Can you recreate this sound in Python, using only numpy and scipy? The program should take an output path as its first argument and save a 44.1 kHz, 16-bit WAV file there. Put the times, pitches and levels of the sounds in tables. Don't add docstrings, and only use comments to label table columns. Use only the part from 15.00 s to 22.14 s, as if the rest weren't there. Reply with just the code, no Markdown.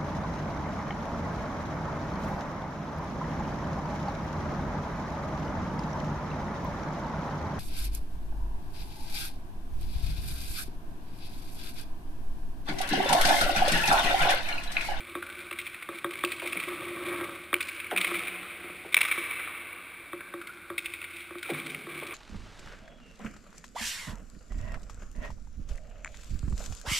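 import sys
import numpy as np
from scipy import signal
from scipy.fft import rfft, irfft
from scipy.io import wavfile

SR = 44100
rng = np.random.default_rng(int(sys.argv[2]) if len(sys.argv) > 2 else 0)


def to_wav(sig):
    pcm = np.clip(np.atleast_2d(sig), -1, 1) * 32767
    pcm = np.round(pcm).astype(np.int16)
    wavfile.write(sys.argv[1], SR, pcm.T)


N = 314874

# (frequency [Hz], level [dB])
FAN_SPECTRUM = [(25, -12), (50, -1.5), (80, -0.5), (130, -4.5), (260, 0), (347, -5), (430, -10),
                (900, -8.5), (1150, -12), (1520, 6), (1780, -8), (2350, 7.5), (2950, -15), (3600, -6),
                (5900, -27.5)]
# (start [s], length [s], hiss through the air [dB], rumble through the ice [dB],
# flakes above the hiss [dB])
STRIDES = [(-0.1, .56, -44.5, -52.5, -1), (0.53, 0.084, -46.5, -60, 17), (0.88, 0.073, -45.5, -50, 8.5),
           (1.061, 0.26, -43, -52.5, 11), (1.4, 0.23, -38.5, -47.5, 12), (1.619, 0.39, -43.5, -43.5, 9.5),
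           (1.993, 0.25, -40, -38.5, 7), (2.262, 0.15, -47, -49.5, 8), (2.956, 0.23, -37, -47, 13.5),
           (3.404, 0.63, -50.5, -66, 9.5), (4.949, 0.58, -62, -62, 9), (6.084, 0.11, -45, -80, 11.5),
           (6.42, 0.25, -40, -49.5, 13.5), (6.848, 0.39, -44.5, -48.5, 10.5)]
# (time [s], knock through the ice [dB], first echo off the boards [dB],
# echo delay [s], echo ring [Hz], echo brightness [dB per octave], change per further crossing [dB])
KNOCKS = [(0.152, -24, -23.5, 0.072, 1494, -3, -11), (0.512, -35.5, -20, 0.075, 2350, 2.5, -2.5),
          (0.888, -26, -29, 0.096, 2204, 5, -5), (1.044, -18, -26.5, 0.064, 2150, 5, -14),
          (1.237, -16, -20.5, 0.081, 2350, 1.5, -5), (2.21, -26.5, -38, 0.066, 2320, 6, -9),
          (2.529, -17, -18.5, 0.077, 2500, 5.5, -4.5), (3.114, -23.5, -21.5, 0.078, 2300, 0.5, -2.5),
          (3.64, -38, -45, .074, 2300, -7, -9), (3.697, -38, -39, 0.11, 2268, -6, -1),
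          (4.176, -28, -27.5, 0.061, 2290, -3, 1.5), (5.131, -27, -26, 0.075, 1560, -6.5, -19),
          (5.338, -28, -27.5, .075, 1414, 1.5, -5), (5.701, -27, -14.5, .078, 2550, 4, -3.5),
          (6.307, -34.5, -28.5, 0.076, 2276, 6, -4), (6.353, -35, -25, .075, 1510, 9, -5),
          (6.868, -34.5, -30, 0.082, 2520, -1, 0)]
# (time [s], level [dB], length [ms], brightness [dB per octave])
CRACKS = [(0.511, -22.5, 3.6, -0.5), (0.5269, -21.5, 4, -2.5), (0.6152, -27.5, 3.4, 10),
          (1.2479, -13.5, 3.2, 5), (1.5297, -18, 2.1, -3), (2.5408, -5.5, 1.8, 1.1), (2.6261, -24, 2.7, 15),
          (2.8005, -20, 4.9, -3), (2.9745, -10.5, 1.7, 1.5), (2.9799, -13.5, 3.5, 1),
          (3.014, -14, 2.2, 2.5), (3.9436, -1.5, 2.1, 3.5), (3.9672, -4, 1.7, 0.5),
          (3.975, -7.5, 1.7, -3.5), (4.0144, -7, 2.5, 2), (4.0849, -19, 3.1, -4), (5.471, -28.5, 4.1, 6),
          (6.7462, -21, 3.4, -1)]
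# (time [s], level [dB], rise [ms], brightness [dB per octave])
SCUFFS = [(0.826, -29.5, 1.9, -0.5), (1.4715, -25.5, 1.8, 11), (1.6, -23, 1.7, 0),
          (2.9611, -15.5, 2.3, -1.5), (3.0106, -17, 2.5, 3), (3.0444, -13.5, 2.2, -1.5),
          (3.1414, -23.5, 3.1, -3.5), (3.2784, -24, 2.4, -5), (3.922, -24.5, 5.5, 2),
          (4.0065, -9.5, 3.8, -1), (4.0282, -15.5, 2.34, 0.5), (4.0494, -17.5, 2.5, -4),
          (4.1113, -13, 4.3, -1.5), (4.3096, -22.5, 1.5, -4), (6.0385, -26, 3.7, -1)]
# (time [s], level [dB], blow centre [Hz], lag of the bass [s],
# middle boom tone [Hz], boom relative to the blow [dB])
THUDS = [(1.418, -28, 940, 0.015, 243, -28), (1.447, -36, 700, 0.0096, 255, -24),
         (1.549, -34, 245, 0.01197, 238, -17), (2.912, -21.5, 970, 0.018, 182.6, -16),
         (3.846, -34.5, 564, 0.011, 298, -27), (6.487, -26, 540, 0.018, 150, -8.5),
         (6.502, -28.5, 280, 0.016, 259, -5), (7.017, -33, 614, 0.016, 276, -25)]
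# (frequency [Hz], level [dB])
CASE_COLOUR = [(59, -57), (100, -24), (198, -33), (308, -18), (342, -43), (372, -20), (506, -15),
               (903, -21.5), (1210, -6.5), (1760, -11.5), (2310, 5.5), (2830, -11.5), (3660, -12),
               (4730, -30), (5900, -38.5), (7670, -127), (13000, -120)]
# (frequency [Hz], level [dB], time to fade 60 dB [s])
CASE_MODES = [(347.3, -8.5, 0.14), (559, -8.5, 0.053), (1141, 9.5, 0.026), (1307, 8, 0.024),
              (1578, 1, 0.04), (1880, 4.5, 0.019), (2337, 1, 0.013), (2630, -37, 0.054), (3270, -4, 0.017),
              (3650, -6, 0.031)]
# (frequency [Hz], level [dB])
ICE_PATH = [(30, -36), (90, 4.5), (200, 3), (350, 9), (1200, -4), (3700, -1), (4300, -16), (5800, -12)]
# (frequency [Hz], time to fade 60 dB [s])
HALL_FADE = [(150, 7), (500, 6), (1200, 3), (2300, 3.5), (3600, 3), (5500, 1.3)]
# (delay [s], level [dB])
HALL_ECHOES = [(.013, -18), (0.024, -16), (.044, -16.5), (.067, -14), (0.074, -15.5), (.106, -57)]
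# (frequency [Hz], level [dB])
HALL_RETURN = [(200, 8.5), (550, 2.5), (1150, 4.5), (1650, 2.5), (2300, -3), (2900, -0.5), (3700, -4),
               (5500, 3.5)]

SIZE = 16384
HZ, AGE, TIME = np.fft.rfftfreq(SIZE, 1 / SR), np.arange(SIZE) / SR, np.arange(N) / SR
FANS_DB, HUM_DB, HUM_HZ = -52, -67, 81
BITE_S = 0.061
RELEASE_DB_PER_S = 131
BRIGHTEN_PER_DB = 0.22
NEUTRAL_KNOCK_DB = -21
CROSSING_S = 0.0788
STICK_RING_HZ, BLADE_RING_HZ = 2590, 2180
HOLD_HZ, EDGE_HZ = 12000, 15600


def gain_of(db):
    return 10 ** (np.asarray(db) / 20)


def evened(x):
    return x / np.sqrt(np.mean(x ** 2) + 1e-20)


def peaked(x):
    return x / abs(x).max()


def read(points, hz):
    f, value = np.transpose(points)
    return np.interp(np.log(hz + 1), np.log(f + 1), value)


def add(mix, s, sound):
    part = mix[round(s * SR):][:len(sound)]
    part += sound[:len(part)]


def through(x, response):
    return signal.fftconvolve(x, response)[:len(x)]


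def causal(db):
    log_gain = np.log(gain_of(np.maximum(db, -100)))
    both_halves = np.r_[log_gain, log_gain[-2:0:-1]]
    return np.fft.ifft(np.exp(np.conj(signal.hilbert(both_halves)))).real


def octaves(centre_hz):
    return np.log2(np.clip(HZ, 60, 6000) / centre_hz)


def wander(rate):
    slow = np.fft.rfftfreq(N, 1 / SR) < rate
    return evened(irfft(rfft(rng.standard_normal(N)) * slow, N))


def fans():
    rush = evened(through(rng.standard_normal(N), causal(read(FAN_SPECTRUM, HZ))))
    hum_phase = 2 * np.pi * HUM_HZ * TIME + 0.36 * wander(5.1)
    hum = evened((1 + 0.36 * wander(0.98)) * np.sin(hum_phase))
    return gain_of(FANS_DB) * rush + gain_of(HUM_DB) * hum


def effort(start, length):
    age = TIME - start
    bite = np.clip(age / BITE_S, 0, 1)
    return bite * gain_of(-RELEASE_DB_PER_S * np.maximum(age - length, 0))


def stride_gains():
    power = 0
    for start, length, air_db, ice_db, flakes_db in STRIDES:
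        gains = gain_of([[air_db], [ice_db], [air_db + flakes_db]])
        power = power + (gains * effort(start, length)) ** 2
    return np.sqrt(power)


def chipping(per_s, spread_db, smooth):
    size = gain_of(spread_db * np.minimum(rng.exponential(1, N), 4))
    chips = size * rng.choice([-1, 1], N) * (rng.random(N) < per_s / SR)
    return evened(evened(chips) + smooth * rng.standard_normal(N))


def case_ring(tilt_db, detune=0.0):
    ring = 0
    for k, (hz, db, t60) in enumerate(CASE_MODES):
        tone = np.sin(2 * np.pi * hz * (1 + detune * rng.normal()) * AGE)
        ring = ring + (-1) ** k * gain_of(db - 60 * AGE / t60) * tone
    return through(ring, causal(read(ICE_PATH, HZ) + tilt_db * np.maximum(octaves(1780), -2)))


def blades(hiss_db=-4, rumble_db=2.36, bass_db=-7.5):
    in_air, in_ice, _ = stride_gains()
    chips = chipping(per_s=600, spread_db=4, smooth=0.8)
    hiss = through(chips, causal(read(CASE_COLOUR, HZ) + 5.6 * octaves(1600)))
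    air = evened(hiss) * in_air * gain_of(hiss_db + 2.5 * wander(60))
    push = chipping(per_s=720, spread_db=1.5, smooth=0.82) * in_ice * gain_of(rumble_db + 1.76 * wander(25))
    ring = case_ring(tilt_db=-1.7) * gain_of(-60 * AGE)
    ring = ring / np.linalg.norm(ring)
    sway = causal(read(ICE_PATH, HZ) + bass_db - 6 * np.maximum(octaves(130), 0))
    return air, through(push, ring) + through(push, sway)


def strike_colour(ring_hz, tilt_db, ring_db, ring_width_hz, thin_db):
    shaft_db = 22 * max(np.log2(2100 / ring_hz), 0)
    ring = gain_of(ring_db + shaft_db) / (1 + ((HZ - ring_hz) / ring_width_hz) ** 2)
    body_db = 20 * np.log10(np.hypot(gain_of(read(CASE_COLOUR, HZ)), ring))
    return causal(body_db + tilt_db * np.maximum(octaves(2200), -1) + thin_db * octaves(2300))


def scuff(rise_ms, tilt_db, grit=0.32):
    roughness = np.exp(grit * np.repeat(rng.standard_normal(SIZE // 64), 64))
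    crunch = rng.standard_normal(SIZE) * roughness
    u = AGE * 1000 / max(rise_ms, 1)
    colour = strike_colour(BLADE_RING_HZ, tilt_db, ring_db=0, ring_width_hz=140, thin_db=2.4)
    return peaked(through(crunch * u * np.exp(-u), colour))


def crunches(spread_db=1.0, rise_ms=3.46, tilt_db=-0.5, tilt_spread_db=6.5, count=150):
    out = np.zeros(N)
    _, _, strength = stride_gains()
    places = ((np.arange(count) + rng.random(count)) * N / count).astype(int)
    for at, (loud, bright) in zip(places, rng.uniform(-1.7, 1.7, (count, 2))):
        flake = scuff(rise_ms, tilt_db + tilt_spread_db * bright)
        add(out, at / SR, strength[at] * gain_of(spread_db * loud) * flake)
    return out


def bend(x, lag, front_hz):
    slowness = np.maximum(np.sqrt(front_hz / np.maximum(HZ, 60)) - 1, 0)
    delay = lag * slowness / (np.sqrt(front_hz / 250) - 1)
    phase = 2 * np.pi * np.cumsum(delay) * HZ[1]
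    return irfft(rfft(x) * np.exp(-1j * phase)) * (AGE < AGE[-1] * 0.8)


def knocks(level_db=2.0, lag=0.004498, scatter=0.033, scatter_s=0.023):
    out = np.zeros(N)
    for s, db, *_ in KNOCKS:
        swell = np.exp(-AGE / scatter_s) * (1 - np.exp(-AGE / 0.0058))
        coda = scatter * rng.standard_normal(SIZE) * swell
        push = through(coda, causal(-6 * np.maximum(octaves(610), 0)))
        push[0] += 1
        ring = through(push, case_ring(BRIGHTEN_PER_DB * (db - NEUTRAL_KNOCK_DB), detune=0.0062))
        add(out, s, gain_of(db + level_db) * peaked(bend(ring, lag, front_hz=1930)))
    return out


def crack(ring_hz, length_ms, tilt_db, snap, rise_ms):
    ms = AGE * 1000
    swell = np.exp(-ms / max(length_ms, 0.3)) * (1 - np.exp(-ms / max(rise_ms, 0.02)))
    blow = rng.standard_normal(SIZE) * swell
    blow[0] += snap
    colour = strike_colour(ring_hz, tilt_db, ring_db=1, ring_width_hz=120, thin_db=2.8)
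    return peaked(through(blow, colour))


def flutter(level_db=-2, length_ms=3.36, smear_ms=1.0, dulling_db=-2.5, far_side_s=0.0082, far_side_db=-8,
            count=4):
    out = np.zeros(N)
    for s, _, echo_db, delay_s, ring_hz, tilt_db, crossing_db in KNOCKS:
        for k in range(count):
            at = s + delay_s + k * CROSSING_S
            db = echo_db + level_db + k * crossing_db
            for late_s, side_db in ((0, 0), (far_side_s, far_side_db)):
                echo = crack(ring_hz, length_ms, tilt_db + k * dulling_db, 0, smear_ms)
                add(out, at + late_s, gain_of(db + side_db) * echo)
    return out


def cracks(level_db=-3.0, snap=0.46):
    out = np.zeros(N)
    for s, db, length_ms, tilt_db in CRACKS:
        add(out, s, gain_of(db + level_db) * crack(STICK_RING_HZ, length_ms, tilt_db, snap, rise_ms=0.2))
    return out


def scuffs(level_db=-1):
    out = np.zeros(N)
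    for s, db, rise_ms, tilt_db in SCUFFS:
        add(out, s, gain_of(db + level_db) * scuff(rise_ms, tilt_db))
    return out


def thuds(width_db=4.0, rattle=0.14, rattle_s=0.019, boom_t60=0.69, case_db=-14, split=0.0506):
    out = np.zeros(N)
    for s, db, centre_hz, lag, boom_hz, boom_db in THUDS:
        blow = rattle * rng.standard_normal(SIZE) * np.exp(-AGE / rattle_s)
        blow[0] += 1
        blow = through(blow, causal(read(ICE_PATH, HZ) - width_db * octaves(centre_hz) ** 2))
        shaken_case = peaked(through(blow, case_ring(tilt_db=1.0)))
        blow = peaked(blow) + gain_of(case_db) * shaken_case
        panel = 0
        for k in (-1.4, 0, 1):
            turns = boom_hz * (1 + split * k) * AGE + rng.random()
            panel = panel + np.sin(2 * np.pi * turns) / (1 + abs(k))
        boom = peaked(panel) * gain_of(boom_db - 60 * AGE / boom_t60) * (1 - np.exp(-AGE / 0.032))
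        thud = peaked(bend(blow, lag, front_hz=1560)) + bend(boom, lag, front_hz=1440)
        add(out, s, gain_of(db) * thud)
    return out


def hall_response(tail_db, build_s):
    count = 3 * SR
    taps = rng.standard_normal(count) * (rng.random(count) < 2500 / SR)
    hz, t, z = signal.stft(taps, SR, nperseg=256)
    fade = gain_of(-60 * t / read(HALL_FADE, hz)[:, None])
    tail = signal.istft(z * fade * (1 - np.exp(-t / build_s)), SR, nperseg=256)[1]
    tail *= gain_of(tail_db) / np.linalg.norm(tail)
    for s, db in HALL_ECHOES:
        tail[round(s * rng.uniform(0.95, 1.05) * SR)] += gain_of(db)
    return tail


def hall(x, tail_db, build_s):
    turn = 2 * np.pi * 2.3 * TIME
    return sum(through(x * share, hall_response(tail_db, build_s)) for share in (np.cos(turn), np.sin(turn)))


def scene():
    hiss, rumble = blades()
    air = cracks() + flutter() + scuffs() + crunches() + hiss
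    taps, heavy = knocks(), thuds()
    sent = air + gain_of(-10.5) * taps + gain_of(-9) * heavy
    wet = hall(through(sent, causal(read(HALL_RETURN, HZ))), tail_db=-8.5, build_s=0.055)
    mono = air + taps + heavy + rumble + wet + fans()
    return np.tile(mono, (2, 1))


def record(dry):
    hz = np.fft.rfftfreq(N, 1 / SR)
    band = rfft(dry) / np.sqrt(1 + (2 * hz / HOLD_HZ) ** 40)
    steps = irfft(band * 1j * hz, N) * 2 * np.cos(2 * np.pi * HOLD_HZ * TIME)
    mirrored = rfft(steps) / (1j * np.maximum(hz, HOLD_HZ / 2))
    held = irfft(band + mirrored, N)
    low_pass = signal.firwin(255, EDGE_HZ, window=("kaiser", 9), fs=SR)
    return signal.oaconvolve(held, low_pass[None], "same")


dry = scene()
out = record(dry)
to_wav(out)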